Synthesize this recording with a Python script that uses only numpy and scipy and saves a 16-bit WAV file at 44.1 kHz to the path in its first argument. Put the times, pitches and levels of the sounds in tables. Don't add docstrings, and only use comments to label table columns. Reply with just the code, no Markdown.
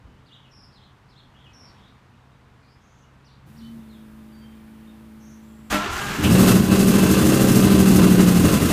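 import sys
import numpy as np
from scipy import signal
from scipy.fft import rfft, irfft, next_fast_len
from scipy.io import wavfile
from scipy.ndimage import map_coordinates

SR = 44100
rng = np.random.default_rng(int(sys.argv[2]) if len(sys.argv) > 2 else 0)


def generate_wav(signal):
    frames = np.transpose(np.atleast_2d(signal))
    scaled = np.clip(frames, -1, 1) * 32767
    pcm = np.round(scaled).astype(np.int16)
    wavfile.write(sys.argv[1], SR, pcm)


N = 384552
T = np.arange(N) / SR


def engine():
    # (time [s], speed [turns/s])
    shaft_speed = [(6.2, 32.55), (6.4, 38.04), (6.6, 36.81), (6.8, 38.73), (7.1, 39.06), (7.35, 39.75),
                   (7.6, 38.97), (7.85, 38.16), (8.1, 36.69), (8.4, 35.82), (8.72, 33.69)]
    # (time [s], level re idle [dB])
    effort = [(6.2, -4.5), (6.3, -1.5), (6.36, 2), (6.515, 4), (6.565, -1.5), (6.65, -4), (6.73, -1.1),
              (7.35, 1), (8.72, -0.34)]
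    # (place [turns], relative rasp level [dB], relative clatter level [dB])
    firings = [(.02, -5.5, -1), (.11, -2, -6), (.42, -4.5, 0.5), (.53, -4.5, -4), (.82, -4.5, -1),
               (.94, -4, -4)]
    shaft_hz, effort_db = curve(shaft_speed), curve(effort)
    places, gas_db, knock_db = np.transpose(firings)
    rotor_hz = shaft_hz / 3
    turns = np.cumsum(rotor_hz) / SR
    turns -= np.interp(6.873, T, turns)
    ragged_db = -3.5 + 4 * np.maximum(35.8 - shaft_hz, 0) + 2.5 * np.abs(effort_db)
    treble = amp(-30 + 1.15 * effort_db) * (clatter(turns, places, knock_db) + rasp(turns, places, gas_db))
    bass = amp(effort_db) * exhaust(turns, rotor_hz, ragged_db)
    return fade_in(6.18, 0.0092) * bass + chugs() + fade_in(6.225, 0.014) * treble


def exhaust(turns, rotor_hz, ragged_db):
    # (order [x rotor speed], relative level [dB])
    orders = [(3, -31), (4, -15), (5, -18), (6, -16.5), (7, -10.5), (8, -11), (9, -17), (10, -2), (11, -8),
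              (12, -6), (13, -24), (14, -1), (16, -34), (17, -14), (18, -2.5), (19, -6), (20, -13),
              (21, -28), (22, -7.5), (23, -11), (24, -11.5), (25, -6), (26, -13), (27, -15), (28, -9.5),
              (30, -10), (32, -32), (33, -13.5), (35, -21), (40, -19)]
    # (order [x rotor speed], centre [Hz], half width [Hz], level [dB])
    booms = [(15, 186.6, 7.8, -12.5), (18, 225.4, 10, -27), (25, 329, 4.5, -32.5), (30, 382, 19, -30.5),
             (33, 424, 10, -35.5)]
    # (frequency [Hz], relative spectral density [dB])
    pipe_spectrum = [(15, -35), (28, -7), (60, -2), (110, 0.5), (200, -14.5), (300, 3.5), (420, -9),
                     (520, -30), (700, -26), (900, -21.5), (1300, -41.5)]
    beat = turns - .07
    lag = 0.22 * rng.standard_normal(size=64)
    tone = boom = 0
    for k, db in orders:
        swell = amp(db + 2 * drift(4.2))
        tone += swell * np.cos(2 * np.pi * (k * beat + lag[round(k)]) + 0.19 * drift(5))
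    for k, centre_hz, half_width_hz, db in booms:
        detuning = np.abs((k * rotor_hz - centre_hz) / half_width_hz)
        response = amp(db) / np.sqrt(1 + detuning ** 5.5)
        angle = 2 * np.pi * (k * beat + lag[round(k)]) + 0.32 * drift(50)
        boom += response * np.sqrt(2) * np.cos(angle)
    throb = 1 + 0.14 * np.cos(2 * np.pi * (beat - .15))
    fired = np.clip(np.diff(np.floor(6 * turns), prepend=0), 0, 1)
    pops = garage(fired * rng.standard_normal(N), wet_db=0.5)
    ragged = unit(unit(pipe(pops)) + amp(-1.5) * colour(pops, pipe_spectrum))
    gain = amp(-17)
    steady = gain * unit(tone) + throb * boom
    return (steady + gain * amp(ragged_db) * ragged) / np.hypot(1, amp(ragged_db))


def chugs():
    # (time [s], peak level [dB])
    hard_firings = [(6.191, -15), (6.238, -10.5), (6.284, -8), (6.322, -5.5), (6.597, -4), (8.452, -8),
                    (8.534, -8), (8.619, -6.5), (8.652, -11)]
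    out = np.zeros(N)
    age = T[:SR // 4] / 0.00072
    blow = pipe(age * np.exp(-age))
    for s, db in hard_firings:
        add(out, s, amp(db) * blow / np.abs(blow).max())
    return out


def pipe(x):
    # (frequency [Hz], bandwidth [Hz], gain [dB])
    modes = [(89.4, 21, -5.5), (138.4, 8, -0.5), (192.1, 22.7, 1.5), (232.7, 15.6, 1.5), (297.3, 20, -5),
             (331.3, 6.8, 0), (389.7, 16, -7), (420.5, 31, -6), (446, 6.1, -13), (523, 10, -12.5),
             (612, 23, -19.5)]
    return sum((-1) ** k * amp(db) * ring(x, hz, width) for k, (hz, width, db) in enumerate(modes))


def clatter(turns, places, levels_db):
    # (frequency [Hz], bandwidth [Hz], relative gain [dB])
    metal_modes = [(795, 9.7, 6.5), (1025, 37, 2.5), (1127, 12, 2), (1237, 44, -2), (1357, 18, 6),
                   (1584, 290, 0.5), (2635, 47, -4), (2790, 160, -6), (3450, 57, -9.5), (3950, 40, -5.5),
                   (6420, 530, -9), (8250, 90, -4)]
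    # (frequency [Hz], relative spectral density [dB])
    knock_spectrum = [(260, -34), (450, 1), (488, 1.5), (529, -0.5), (653, -6.5), (799, -10), (911, -15.5),
                      (1040, -10.5), (1080, -8), (1360, -11.5), (1460, -16.5), (2120, -18.5), (2730, -14),
                      (3080, -19.5), (5000, -19.5), (6500, -60), (11000, -120)]
    surface = map_coordinates(rng.standard_normal(2048), [turns % 1 * 2048], order=3)
    roughness = 0.62 * unit(surface) + rng.standard_normal(N)
    knocks = roughness * firing_envelope(turns, places, levels_db, decay_turns=0.21, scatter_db=2)
    metal = unit(sum(amp(db) * ring(knocks, hz, width) for hz, width, db in metal_modes))
    return garage(amp(2.5) * colour(knocks, knock_spectrum), wet_db=0) + amp(-2.5) * metal


def rasp(turns, places, levels_db):
    # (frequency [Hz], relative spectral density [dB])
    gas_spectrum = [(1500, -20), (3000, -3.5), (4500, -4.5), (5400, -1), (6800, 0), (9000, -1), (12000, -2),
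                    (14500, -4), (16000, -12.5)]
    flow = rng.standard_normal(N)
    bursts = flow * firing_envelope(turns, places, levels_db, decay_turns=0.31, scatter_db=2.3)
    surge = amp(np.cos(2 * np.pi * (turns - .2)))
    return surge * colour(bursts, gas_spectrum)


def firing_envelope(turns, places, levels_db, decay_turns, scatter_db):
    power = np.zeros(N)
    for place, db in zip(places, levels_db):
        turn, age = np.divmod(turns - place, 1)
        chance = rng.standard_normal(256)[turn.astype(int)]
        attack = 1 - np.exp(-age / 0.0024)
        power += amp(db + scatter_db * chance) ** 2 * np.exp(-age / decay_turns) * attack
    return unit(np.sqrt(power))


def starter():
    # (time [s], tooth contact rate [Hz])
    mesh_rate = [(5.72, 300), (5.79, 342), (5.87, 354), (5.92, 333), (5.96, 352), (6.0, 402), (6.05, 398),
                 (6.11, 426), (6.3, 440)]
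    # (order [x contact rate], relative level [dB])
    mesh_harmonics = [(1, -8), (2, -8), (3, -2), (4, 0), (5, -7), (8, -13)]
    # (frequency [Hz], relative spectral density [dB])
    whirr_spectrum = [(18, -32), (30, -3), (165, -10), (252, -12.5), (392, -5.5), (570, -16.5),
                      (612, -10.5), (869, -8), (1390, -4.5), (2060, -11), (2790, -10.5), (3140, -13),
                      (8000, -28.5), (10400, -55), (17600, -120)]
    hiss_spectrum = [(2350, -28), (4000, -9.5), (6730, -4), (9960, -11), (13200, -11.5), (15000, -16.5)]
    engage_s, draw_s, release_s, compression_period_s = 5.698, 5.9, 6.24, 0.136
    teeth = np.cumsum(curve(mesh_rate) * (1 + .017 * drift(120))) / SR
    meshing = amp(-33.5) * fade_in(engage_s, .09) * (1 - fade_in(6.05, 0.28))
    whine = meshing * unit(sum(amp(db) * sine(k * teeth) for k, db in mesh_harmonics))
    inrush = np.exp(-np.maximum(T - engage_s - 0.044, 0) / 0.041)
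    load = amp(1.3 * np.cos(2 * np.pi * (T - 5.985) / compression_period_s))
    body = amp(-30) * load + amp(-27.5) * inrush * fade_in(engage_s, 0.041)
    intake = amp(-42.5) * fade_in(draw_s, 0.027)
    hiss = amp(-49) + intake + amp(-34.5) * inrush
    rattle = amp(0.76 * drift(250))
    whirr = rattle * (body * noise(whirr_spectrum) + hiss * noise(hiss_spectrum))
    bang = pinion_bang()
    engaged = fade_in(engage_s, 0.012) * (1 - fade_in(release_s, 0.18))
    return engaged * (whirr + garage(whine, wet_db=-1)) + garage(bang, wet_db=-10)


def pinion_bang():
    # (time [s], level [dB])
    blows = [(5.727, -25.5), (5.744, -26)]
    # (frequency [Hz], relative level [dB], time to fall 60 dB [s])
    housing_modes = [(201.3, 1.5, 0.29), (262, -7, 0.23), (298.3, -3, 0.31), (612, 0, 0.24), (654, -7, 0.2),
                     (820, -3.5, 0.13), (1017, -5, 0.17), (1346, -3.5, 0.44), (1470, -19, 0.17),
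                     (1900, -3, 0.094), (2620, 1, 0.095)]
    out, t = np.zeros(N), T[:SR // 2]
    for s, blow_db in blows:
        ringing = sum(amp(db - 60 * t / t60) * sine(hz * t) for hz, db, t60 in housing_modes)
        click = 0.8 * rng.standard_normal(len(t)) * np.exp(-t / 0.0018)
        add(out, s, amp(blow_db) * (ringing + click))
    return out


def scuffs():
    # (time [s], level [dB], centre [Hz], bandwidth [Hz], decay time [s])
    bursts = [(.03, -46, 60, 40, 0.083), (.04, -53, 190, 200, 0.15), (5.862, -33, 59.4, 39.2, 0.14),
              (6.01, -29, 153, 90, 0.2), (6.236, -24, 2860, 800, 0.041)]
    out, t = np.zeros(N), T[:SR // 2]
    for s, db, hz, width, decay in bursts:
        band = ring(rng.standard_normal(len(t)), hz, width)
        band = unit(ring(band, hz, 2 * width))
        envelope = np.minimum(t / (0.25 * decay), 1) * np.exp(-t / decay)
        add(out, s, amp(db) * band * envelope)
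    return out


def fuel_pump():
    # (order [x pump speed], level re vane tone [dB])
    harmonics = [(3, -29), (5, -17), (6, -14.5), (7, -25), (8, -25), (9, -27), (11, -24), (15, -30),
                 (16, -33)]
    # (frequency [Hz], relative spectral density [dB])
    churn_spectrum = [(60, -11), (140, 4.5), (220, -1.5), (330, -11), (500, -23), (1500, -37.5)]
    hiss_spectrum = [(300, -10), (1500, 3), (3200, -5), (6000, -12.5), (10000, -8.5), (15000, -9.5)]
    on_s, spin_up_s, free_hz, loaded_hz = 3.45, .02, 56.8, 54.8
    full = fade_in(3.79, 0.077)
    spin = 1 - np.exp(-np.maximum(T - on_s, 0) / spin_up_s)
    speed_hz = spin * (free_hz + (loaded_hz - free_hz) * full)
    turns = np.cumsum(speed_hz * (1 + 0.0038 * drift(20))) / SR
    pressure = 0.18 + 0.89 * fade_in(3.65, 0.25)
    tone = np.sin(2 * np.pi * 4 * turns)
    for k, db in harmonics:
        tone += (pressure if k > 4 else 1) * amp(db + drift(6)) * sine(k * turns)
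    hum = fade_in(on_s, 0.22) * amp(-40 - 5.5 * full) * np.sqrt(2) * tone
    hiss = fade_in(3.46, 0.019) * amp(-62) * noise(hiss_spectrum)
    churn = fade_in(on_s, spin_up_s) * amp(-49 - 10 * full) * noise(churn_spectrum)
    return hum + churn + hiss


def birds():
    arches = [(0, .62), (.18, 1), (.25, .82), (.5, .57), (.58, .6), (.78, .8), (.86, .66), (1, .53)]
    # (time [s], length [s], top pitch [Hz], first arch level [dB], second arch level [dB])
    chirrups = [(0.249, .115, 4920, -56, -47), (0.711, .17, 5310, -54.5, -56),
                (1.076, 0.14, 5470, -58.5, -53), (3.236, .12, 6000, -56.5, -60),
                (3.56, 0.11, 5850, -54, -56)]
    # (time [s], length [s], first pitch [Hz], level [dB])
    slurs = [(0.425, 0.047, 3400, -55.5), (1.439, 0.045, 3410, -52), (3.889, 0.079, 4360, -57.5)]
    # (time [s], length [s], first pitch [Hz], last pitch [Hz], level [dB], buzz [Hz])
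    trills = [(.504, 0.17, 5500, 5100, -53.5, 283), (1.338, 0.079, 2990, 3550, -57.5, 240),
              (1.526, 0.14, 5560, 5450, -51, 228), (1.65, .063, 4900, 4330, -58, 400),
              (1.74, .16, 2900, 3900, -59.5, 400), (2.62, 0.14, 4300, 5300, -64.5, 380),
              (2.797, 0.26, 6300, 6500, -67.5, 600), (5.193, .17, 5900, 6380, -58, 520),
              (5.401, 0.37, 7400, 7700, -65, 368)]
    # (time [s], length [s], pitch [Hz], level [dB])
    whistles = [(2.6, .1, 2400, -68), (3.596, .085, 3030, -59), (4.315, 0.14, 4630, -62),
                (4.41, 0.066, 3120, -55), (4.87, .031, 3670, -57)]
    out, buzz = np.zeros(N), drift(500)

    def sing(s, length, pitch, level, depth_hz=60):
        u = np.linspace(0, 1, int(length * SR))
        hz = np.interp(u, *np.transpose(pitch)) + depth_hz * buzz[int(s * SR):][:len(u)]
        angle = 2 * np.pi * np.cumsum(hz) / SR
        gain = amp(np.interp(u, *np.transpose(level))) * signal.windows.tukey(len(u), .2)
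        add(out, s, gain * (np.sin(angle) + amp(-24) * np.sin(2 * angle)))

    for s, length, top_hz, first_db, second_db in chirrups:
        level = [(0, first_db - 5), (.35, first_db), (.52, first_db - 6), (.64, second_db)]
        sing(s, length, np.multiply(arches, [1, top_hz]), level)
    for s, length, hz, db in slurs:
        sing(s, length, [(0, hz), (1, .72 * hz)], [(0, db)], depth_hz=88.5)
    for s, length, first_hz, last_hz, db, depth_hz in trills:
        sing(s, length, [(0, first_hz), (1, last_hz)], [(0, db - 1.5), (1, db + 1.5)], depth_hz)
    for s, length, hz, db in whistles:
        sing(s, length, [(0, hz)], [(0, db)])
    far_twitter = rng.uniform([0, .02, 2200, 2200], [5.5, .07, 4000, 4000], (45, 4))
    for s, length, first_hz, last_hz in far_twitter:
        sing(s, length, [(0, first_hz), (1, last_hz)], [(0, -70.5)])
    return garage(garage(out, wet_db=-2), wet_db=-5)


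def outdoors():
    # (frequency [Hz], relative spectral density [dB])
    air_spectrum = [(15, -44), (25, -6.5), (81, 0), (139, 0.5), (163, -7.5), (186, -1.5), (309, -8),
                    (354, -13), (427, -12), (604, -15.5), (927, -11), (1000, -11.5), (1240, -13),
                    (3440, -25.5), (15000, -46.5)]
    rise_at_s, first_hz, last_hz, resonance_hz = 2.8, 65.2, 69.6, 134.7
    hz = first_hz + (last_hz - first_hz) * fade_in(rise_at_s, 1.31)
    low_db = -70 + 14 * fade_in(rise_at_s, 0.64)
    octave_db = -59.5 + 8.5 * bell(2 * hz, resonance_hz, width=1.3)
    angle = 2 * np.pi * np.cumsum(hz * (1 + 0.0085 * drift(6.36))) / SR
    hum = np.sqrt(2) * (amp(low_db) * np.sin(angle) + amp(octave_db) * np.sin(2 * angle))
    breeze_db = 3.5 * bell(T, centre=1.69, width=0.25)
    return hum * amp(1.1 * drift(10)) + amp(-54.5 + breeze_db) * noise(air_spectrum)


def garage(x, wet_db):
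    # (frequency [Hz], time to fall 60 dB [s])
    reverberation_times = [(100, 0.22), (1000, 0.38), (5000, 0.33), (15000, 0.29)]
    hz, t, spectra = signal.stft(rng.standard_normal(SR // 2), SR, nperseg=256)
    decay = amp(-60 * t / at_frequency(reverberation_times, hz)[:, None])
    tail = signal.istft(spectra * decay, SR, nperseg=256)[1]
    echo = signal.fftconvolve(x, tail / np.linalg.norm(tail))[:N]
    return (x + amp(wet_db) * echo) / np.hypot(1, amp(wet_db))


def amp(db):
    return 10 ** (np.asarray(db) / 20)


def unit(x):
    return x / np.sqrt(np.mean(x ** 2) + 1e-20)


def curve(points):
    return np.interp(T, *np.transpose(points))


def at_frequency(points, hz):
    f, value = np.transpose(points)
    return np.interp(np.log(hz + 1), np.log(f), value)


def fade_in(s, length):
    return np.clip((T - s) / length, 0, 1)


def bell(x, centre, width):
    return np.exp(-((x - centre) / width) ** 2)


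def sine(cycles):
    return np.sin(2 * np.pi * (cycles + rng.random()))


def colour(x, spectrum):
    size = next_fast_len(N + 4096)
    gain = amp(at_frequency(spectrum, np.fft.rfftfreq(size, 1 / SR)))
    return unit(irfft(rfft(x, size) * gain, size)[:N])


def noise(spectrum):
    return colour(rng.standard_normal(N), spectrum)


def drift(per_s):
    position = np.clip(T * per_s, 0, 4000)
    return unit(map_coordinates(rng.standard_normal(4096), [position], order=2))


def ring(x, hz, width):
    r = np.exp(-np.pi * width / SR)
    return 2 * signal.lfilter([1 - r], [1, -r * np.exp(2j * np.pi * hz / SR)], x).real


def add(mix, s, sound):
    part = mix[round(s * SR):][:len(sound)]
    part += sound[:len(part)]


def scene():
    return (outdoors() + birds() + scuffs() + fuel_pump() + starter() + engine())[None]


def record(dry):
    ceiling, cutoff_hz = .71, 15400
    limited = dry / (1 + (dry / ceiling) ** 6) ** (1 / 6)
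    low_pass = signal.firwin(1023, cutoff_hz, window=("kaiser", 9), fs=SR)
    return signal.oaconvolve(limited, low_pass[None], "same")


dry = scene()
out = record(dry)
generate_wav(out)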